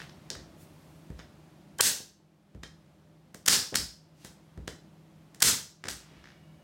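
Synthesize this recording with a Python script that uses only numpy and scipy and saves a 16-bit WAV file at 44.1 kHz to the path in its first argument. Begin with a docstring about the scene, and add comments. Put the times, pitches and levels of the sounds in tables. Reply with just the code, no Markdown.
"""An appliance hums in a reverberant room while a plastic toy part rattles faintly on the tiles.
Rubber boots then stamp on it three times: each tear is a run of noise bursts exciting decaying modes.
Before each stamp the heel is set down and the sole tips the part, which clacks against the floor.
Filtered bursts make the thuds, shaped noise the presses and brushes, decaying noise the reverberation.
The recorder's limiter clamps each crack and lets the room swell up behind it."""
import sys
import numpy as np
from scipy import signal
from scipy.fft import rfft, irfft
from scipy.io import wavfile
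from scipy.ndimage import uniform_filter1d, minimum_filter1d

SR = 44100
rng = np.random.default_rng(int(sys.argv[2]) if len(sys.argv) > 2 else 0)


def int16_out(signal):
    """Quantize to a 16-bit WAV file."""
    q = np.round(np.clip(np.atleast_2d(signal).T, -1, 1) * 32767)
    wavfile.write(sys.argv[1], SR, q.astype(np.int16))


N = 292383
TIME = np.arange(N) / SR


def amp(db):
    """Logarithmic level: converts decibels to an amplitude gain."""
    return 10 ** (np.asarray(db) / 20)


def evened(x):
    """Power normalization: scales a signal to an rms of one."""
    return x / np.sqrt(np.mean(x ** 2) + 1e-20)


def read(points, hz):
    """Spectral interpolation: reads (frequency, value) points on a log-frequency axis."""
    point_hz, value = np.transpose(points)
    return np.interp(np.log(hz + 1), np.log(point_hz + 1), value)


def add(mix, s, sound):
    """Superposition: mixes a sound in at time s."""
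    part = mix[max(round(s * SR), 0):][:len(sound)]
    part += sound[:len(part)]


def noise(gain, size):
    """Spectral shaping: noise of rms one, filtered by gain(Hz)."""
    spectrum = rfft(rng.standard_normal(size))
    return evened(irfft(spectrum * gain(np.fft.rfftfreq(size, 1 / SR)), size))


def causal(gain, size=4096):
    """Minimum phase: the quickest impulse response whose magnitude spectrum is gain(Hz)."""
    log_gain = np.log(gain(abs(np.fft.fftfreq(size, 1 / SR))) + 1e-5)
    # The Hilbert transform of the log magnitude supplies the phase.
    return np.fft.ifft(np.exp(np.conj(signal.hilbert(log_gain)))).real


def burst(decay_s, hold_s=0, size=8192, count=3):
    """Broadband impact: noise of unit energy and nearly even spectrum, held for hold_s and then dying."""
    fade = np.exp(-np.maximum(np.arange(size) / SR - hold_s, 0) / decay_s)
    x = rng.standard_normal(size) * fade
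    # Alternately flatten the spectrum and restore the decay.
    for _ in range(count):
        flat = irfft(np.exp(1j * np.angle(rfft(x))))
        x = flat * np.sqrt(fade)
    return x / np.linalg.norm(x)


def wavering(hz, width_hz):
    """Narrow-band noise: a tone whose level and pitch wander."""
    return noise(lambda f: 1 / (1 + ((f - hz) / width_hz) ** 4), N)


# Spectrum of the room air: (frequency [Hz], relative level [dB])
AIR_SPECTRUM = [(15, -71.5), (25, -42.5), (59, -13.5), (102, -10.5), (123, -16), (141, -4.5), (157, -5.5),
                (229, -14), (326, -12), (476, -24), (575, -18.5), (1650, -30.5), (3430, -34), (14400, -47),
                (16000, -49.5)]
# Course of the air noise: (time [s], rms level [dB])
AIR_LEVEL = [(0, -53), (1.65, -57), (2.4, -60), (3.2, -62), (4.4, -59), (5.3, -59), (6.6, -58.5)]
# Partials of the appliance hum: (frequency [Hz], relative level [dB])
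HUM = [(158.3, -61.5), (199.2, -68), (317.6, -74), (414.5, -86.5), (516.8, -81), (592.2, -79)]
# Faint late whine: (frequency [Hz], rms level [dB])
WHINE = [(1723, -81), (2260, -78.5), (2880, -76)]
WHINE_FULL_S, WHINE_FADE_S = 5.9, .1  # the fade-in ends at the first time


def background(hum_width_hz=4, whine_width_hz=40, hum_db=1):
    """Stationary noise and tones: room air, an appliance's unsteady hum and a whine that fades in."""
    air_gain = amp(np.interp(TIME, *np.transpose(AIR_LEVEL)))
    air = noise(lambda f: amp(read(AIR_SPECTRUM, f)), N) * air_gain
    hum = np.zeros(N)
    for hz, db in HUM:
        steady = np.sin(2 * np.pi * hz * TIME)
        hum += amp(db + hum_db) * evened(steady + 0.31 * wavering(hz, hum_width_hz))
    whine = sum(amp(db) * wavering(hz, whine_width_hz) for hz, db in WHINE)
    whine_fade = np.clip((TIME - WHINE_FULL_S) / WHINE_FADE_S + 1, 0, 1)
    return air + hum + whine * whine_fade


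# Boots brushing past each other and over the tiles:
# (time of the middle [s], peak level [dB], half length to 1/e [s], turnover of the spectrum [Hz])
BRUSHES = [(0.012, -52, 0.044, 2510), (0.62, -61, 0.035, 12300), (0.894, -73, 0.27, 10600),
           (1.195, -61.5, 0.022, 3470), (4.248, -62.5, 0.07, 5130), (6.085, -61, 0.25, 2100)]


def brushes():
    """Friction noise: sliding rubber gives soft swells of broad hiss."""
    out = np.zeros(N)
    for s, db, half_s, hz in BRUSHES:
        swell = np.exp(-((TIME - s) / half_s) ** 2)
        out += amp(db) * swell * noise(lambda f: (f / hz) / (1 + (f / hz) ** 3), N)
    return out


# The part rocks from edge to edge, more weakly each time:
# (time [s], relative level [dB], length [s], top edge [dB])
RATTLES = [(.002, -45.5, .025, -17), (5.8393, -35, .04, -10), (6.2405, -51, .087, -33)]
ROCK_GAP_S, ROCK_FADE_DB_PER_S = .0155, 97
ROCK_MS, ROCK_BODY_DB, ROCK_RING_DB = 2.62, 16, -2.5  # of each knock
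# The trodden part slaps the tile:
# (time [s], relative level [dB], length [ms], hollow body [dB], top edge [dB], ring [dB])
CLACKS = [(.094, -46.5, 4, 4, -40, -11), (.3023, -26, 1.7, -5, -15, -13), (.351, -51.5, 5.4, 23, 0, -14),
          (1.199, -52, 2.2, 20, -29, -8), (3.7425, -28, 3.5, 16, -6.5, 0),
          (3.756, -10.5, 2.2, 1.5, -2.5, -13), (5.884, -21.5, 6, 7.5, -5.5, -12)]
# The heel is set down: (time [s], relative thud level [dB])
HEELS = [(1.102, -41), (2.548, -42), (4.575, -40.5)]
HEEL_TICK_DB = -19.5  # the tread's tick on the tile, relative to the heel thud
# Then the toe comes down and tips the part:
# (time [s], relative clack level [dB], top edge [dB], ring [dB], relative thud level [dB])
TOES = [(1.1919, -47, -32, 4, -48), (2.6342, -36.5, -11.5, 2.5, -43.5), (4.678, -34, -6, -1.5, -38.5)]
# The tread first meets the shell: (time [s], relative level [dB])
CATCHES = [(1.7864, -36.5), (3.4616, -25.5), (5.404, -36)]
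# The sole bears down on the shell until the plastic tears and scatters chips:
# (time of the break [s], relative level [dB], tear length [ms], ring [dB], top edge [dB],
#  press level [dB], relative thud level [dB], relative chip level [dB])
STAMPS = [(1.8101, 9.5, 2.6, -22, 2.5, -19, -40.5, 14.5), (3.484, 7.5, 5.6, -13, -1.5, -33.5, -25, 18),
          (5.4275, 10, 5.8, -21, 1.5, -30.5, -21.5, 14)]
# The boot comes off and the part springs back:
# (time [s], relative click level [dB], ring [dB], relative thud level [dB])
LIFTS = [(3.3455, -43, -14.5, -46), (4.2475, -43, 1, -46), (5.3464, -49.5, -17, -58.5)]
# Kinds of snap: (length [ms], hollow body [dB], top edge [dB], ring [dB]), less what a row above gives
CATCH = (2.04, -0.5, 1.5, -15)
HEEL_TICK = (4, 19, -3, -8)
TOE_CLACK = (1.26, 10.9)
SPRING_BACK = (2.2, 9, 0.99)


def all_snaps():
    """Impact sequence: (s, relative level dB, length ms, hollow body dB, top edge dB, ring dB)."""
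    rows = CLACKS + [(s, db + HEEL_TICK_DB, *HEEL_TICK) for s, db in HEELS]
    for s, db in CATCHES:
        rows += grazed(s, db, *CATCH)
    for s, db, tear_ms, ring_db, edge_db, *_ in STAMPS:
        rows += tear(s, db, tear_ms, ring_db, edge_db)
    for s, db, edge_db, ring_db, _ in TOES:
        rows += grazed(s, db, *TOE_CLACK, edge_db, ring_db)
    for s, db, ring_db, _ in LIFTS:
        rows += grazed(s, db, *SPRING_BACK, ring_db)
    for s, db, length_s, edge_db in RATTLES:
        for age in np.arange(0, length_s, ROCK_GAP_S):
            knock_db = db - ROCK_FADE_DB_PER_S * age
            rows += [(s + age, knock_db, ROCK_MS, ROCK_BODY_DB, edge_db, ROCK_RING_DB)]
    return rows


GRAZE_LEAD_S, GRAZE_DB = .0028, -13.5


def grazed(s, db, *kind):
    """Double contact: one edge touches lightly just before the rest of the part."""
    return [(s - GRAZE_LEAD_S, db + GRAZE_DB, *kind), (s, db, *kind)]


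FRACTURE_SHARE = .36  # length of one fracture as a share of the whole tear
FRACTURE_BODY_DB = 1.5  # how much of the hollow body sounds in a fracture
TEAR_GROWTH_DB = 26.5  # a tear swells by this much, quickly at first, up to the break


def tear(s, db, length_ms, ring_db, edge_db, count=3):
    """Progressive fracture: a quick run of growing cracks that ends in the break at time s."""
    rows = []
    for early in np.linspace(1, 0, count):
        crack_s = s - early * length_ms / 1000
        crack_db = db - TEAR_GROWTH_DB * early ** 2
        rows += [(crack_s, crack_db, FRACTURE_SHARE * length_ms, FRACTURE_BODY_DB, edge_db, ring_db)]
    return rows


# Colour of a snap: (frequency [Hz], relative level [dB])
SNAP_COLOUR = [(30, -40.5), (70, -12.5), (150, -10), (280, -9.5), (500, -12), (950, -12), (1700, -3),
               (2400, -7.5), (3600, -2), (5200, 0.5), (8300, 0), (11000, -7.5), (16000, -12)]


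def snaps(body_hz=1900, middle_low_hz=4000, middle_high_hz=5600, edge_hz=11000, size_db=24.5,
          dying_s=.0006, scatter_s=0.0056, scatter_db=-8):
    """Brittle fracture: each snap is a run of tiny cracks, scattered at once by boots and floor."""
    out = np.zeros(N)
    for s, db, length_ms, body_db, edge_db, _ in all_snaps():
        tint = [(body_hz, body_db), (middle_low_hz, 0), (middle_high_hz, 0), (edge_hz, edge_db)]
        colour = causal(lambda f: amp(read(SNAP_COLOUR, f) + read(tint, f)), size=2048)
        direct = burst(dying_s, length_ms / 1000, size=1024)
        scattered = amp(scatter_db) * burst(scatter_s, size=1024)
        add(out, s, amp(db + size_db) * signal.fftconvolve(direct + scattered, colour))
    return out


# Modes of the plastic part: (frequency [Hz], relative level [dB], t60 [s])
PART = [(1623, -3, 0.09), (1760, -5, 0.09), (1945, -7.5, .1), (3195, -4, 0.08), (3500, -6.5, .07),
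        (3727, -3.5, .07), (4100, -7.5, 0.13), (5050, -7, 0.11), (5240, -7, 0.033), (5260, -10.5, 0.021),
        (6530, -10.5, 0.027), (7000, -10.5, .03)]


def rings(size_db=17):
    """Modal vibration: each snap rings the part's modes, which the weight of the boot detunes a little."""
    out, t = np.zeros(N), np.arange(SR // 6) / SR
    for s, db, *_, ring_db in all_snaps():
        ring = np.zeros(len(t))
        for hz, mode_db, t60 in PART:
            detuned_hz = hz * rng.uniform(0.94, 1.02)
            ring += amp(mode_db - 60 * t / t60) * np.sin(2 * np.pi * detuned_hz * t)
        add(out, s, amp(db + size_db + ring_db) * ring / np.linalg.norm(ring))
    return out


def room(common, count=4):
    """Directivity: a fracture sends a different waveform each way, and each way returns its own tail."""
    directions = [signal.oaconvolve(common + snaps(), tail())[:N] for _ in range(count)]
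    return sum(directions) / np.sqrt(count)


# Reverberation time of the room: (frequency [Hz], t60 [s])
ROOM_T60 = [(80, 0.49), (300, 0.34), (800, 0.39), (2000, 0.32), (5500, 0.37), (9000, 0.3), (15000, 0.3)]
# Strength of the reverberation: (frequency [Hz], level over the direct sound [dB])
ROOM_DB = [(80, -1), (200, -1), (420, -2), (1500, -4), (5500, -1.5), (15000, -3)]


def tail(build_s=0.0063, first_s=0.0028):
    """Diffuse reverberation: dense reflections build up, then each band dies at its own speed."""
    age = np.arange(SR * 3 // 4) / SR
    hz, t, z = signal.stft(rng.standard_normal(len(age)), SR, nperseg=256)
    t60 = read(ROOM_T60, hz)[:, None]
    decay = amp(read(ROOM_DB, hz)[:, None] - 60 * t / t60)
    # Keeps a band's energy independent of how long it rings.
    energy_gain = np.sqrt(2 * np.log(1000) / (t60 * SR))
    reflections = signal.istft(z * decay * energy_gain, SR, nperseg=256)[1][:len(age)]
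    return reflections * np.clip((age - first_s) / build_s, 0, 1) ** .5


# Loose pieces left shivering: (time [s], initial rms level [dB], t60 [s])
SHIVERS = [(0.303, -42, 0.081), (3.488, -12, 0.26), (3.764, -26, 0.24)]
SHIVER_HZ, SHIVER_SPREAD_HZ = 4890, 370


def shivers(count=90):
    """Modal density: a close cluster of high modes rings on in the loose pieces after a knock."""
    out, t = np.zeros(N), np.arange(SR // 2) / SR
    modes_hz = SHIVER_HZ + SHIVER_SPREAD_HZ * rng.standard_normal((count, 1))
    for s, db, t60 in SHIVERS:
        cycles = modes_hz * t + rng.random((count, 1))
        ring = np.sin(2 * np.pi * cycles).sum(0)
        add(out, s, evened(ring) * amp(db - 60 * t / t60))
    return out


# Steps on the spot, after which the weight settles:
# (time [s], relative thud level [dB], decay [s], relative settling level [dB])
STEPS = [(.305, -52, 0.094, -49), (3.723, -37, 0.05, -34), (5.85, -44, 0.066, -45),
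         (6.111, -56.5, 0.02, -52.5)]
STEP_LOW_HZ, STEP_HIGH_HZ = 84.7, 516
SETTLE_S = 0.055  # from a step to the settling of the weight
# The two boots knock together: (time [s], relative thud level [dB])
BUMPS = [(2.002, -39), (2.2, -53)]
# Kinds of thud: (decay [s], lower turnover [Hz], upper turnover [Hz])
STAMP_THUD = (.024, 150, 150)
HEEL_THUD = (0.0275, 48, 204)
SETTLE_THUD = (0.019, 51, 210)
LIGHT_THUD = (0.0076, 85, 480)


def all_thuds():
    """Soft-impact sequence: (s, relative level dB, decay s, lower turnover Hz, upper turnover Hz)."""
    rows = [(s, db, *STAMP_THUD) for s, *_, db, _ in STAMPS]
    rows += [(s, db, *HEEL_THUD) for s, db in HEELS]
    rows += [(s, db, *LIGHT_THUD) for s, *_, db in TOES + LIFTS + BUMPS]
    for s, db, decay_s, settle_db in STEPS:
        rows += [(s, db, decay_s, STEP_LOW_HZ, STEP_HIGH_HZ), (s + SETTLE_S, settle_db, *SETTLE_THUD)]
    return rows


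def thuds(steepness=2.39, boom_hz=63, boom_width_hz=12, boom_db=2):
    """Compliant contact: soft rubber passes only the low part of a blow, and the floor resonates."""
    def rubber(f):
        """Band-pass filtering: the band of one blow, lifted at the floor's resonance."""
        boom = 1 + amp(boom_db) / (1 + ((f - boom_hz) / boom_width_hz) ** 2)
        return boom * f ** 4 / (f ** 4 + low_hz ** 4) / (1 + (f / high_hz) ** steepness)

    out = np.zeros(N)
    for s, db, decay_s, low_hz, high_hz in all_thuds():
        thud = signal.fftconvolve(burst(decay_s), causal(rubber))
        # Energy grows with the decay time.
        add(out, s, amp(db) * np.sqrt(decay_s * SR) * thud / np.linalg.norm(thud))
    return out


# Resonances of the hollow shell: (frequency [Hz], full width at half amplitude [Hz], relative level [dB])
SHELL = [(620, 1000, -13.5), (1100, 1000, -6), (1670, 280, 0.5), (3150, 110, 0.5)]
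PRESS_S = .02  # how long the sole bears down before the break


def presses(swell_db=20, lowest_hz=130):
    """Friction-driven resonance: the sole rubs the shell, louder and louder until the plastic gives."""
    def shell(f):
        """Radiation efficiency: a small hollow body radiates its resonances and no deep bass."""
        resonances = sum(amp(db) / (1 + (2 * (f - hz) / width) ** 2) for hz, width, db in SHELL)
        return resonances * f ** 2 / (f ** 2 + lowest_hz ** 2)

    out = np.zeros(N)
    size = round(PRESS_S * SR)
    for s, *_, db, _, _ in STAMPS:
        swell = amp(db + np.linspace(-swell_db, 0, size))
        add(out, s - PRESS_S, noise(shell, size) * swell * signal.windows.tukey(size, .1))
    return out


# Loose chips tick under a step or a scuffing, lifting boot:
# (time [s], relative level of the first chips [dB])
CRUNCHES = [(3.73, 6), (4.235, -23), (5.873, -1)]


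def chips(count=26, after_s=.02, last_s=.1, spread_db=4):
    """Random impacts: after a stamp, crunching step or scuff, chips tick ever more faintly."""
    out = np.zeros(N)
    colour = causal(lambda f: amp(read(SNAP_COLOUR, f)))
    for s, *_, db in STAMPS + CRUNCHES:
        for age, size in rng.random((count, 2)):  # age is a share of last_s
            chip = signal.fftconvolve(burst(0.0003, size=256), colour)
            chip_db = db + spread_db * (2 * size - 2.5) - 25 * age
            add(out, s + after_s + last_s * age, amp(chip_db) * chip)
    return out


def scene():
    """Superposition of direct sound, reverberation and background."""
    common = rings() + chips() + presses() + thuds() + shivers() + brushes()
    return (snaps() + common + room(common) + background())[None]


EDGE_HZ = 16050


def record(dry, ceiling_db=-5, quick_db_per_s=260, slow_db_per_s=11, slow_share=0.43):
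    """Dynamic range limiting: gain recovers quickly at first, then slowly; a low-pass then limits the band."""
    peak = -minimum_filter1d(-abs(dry[0]), size=48)
    over_db = np.maximum(20 * np.log10(peak + 1e-9) - ceiling_db, 0)
    # A running maximum against a ramp makes the reduction fall at a constant rate.
    quick = np.maximum.accumulate(over_db + quick_db_per_s * TIME) - quick_db_per_s * TIME
    slow = np.maximum.accumulate(slow_share * over_db + slow_db_per_s * TIME) - slow_db_per_s * TIME
    reduction_db = uniform_filter1d(np.maximum(quick, slow), size=32)
    limited = dry / amp(reduction_db)
    low_pass = signal.firwin(511, EDGE_HZ, window=("kaiser", 9), fs=SR)
    return signal.oaconvolve(limited, low_pass[None], "same")


dry = scene()
out = record(dry)
int16_out(out)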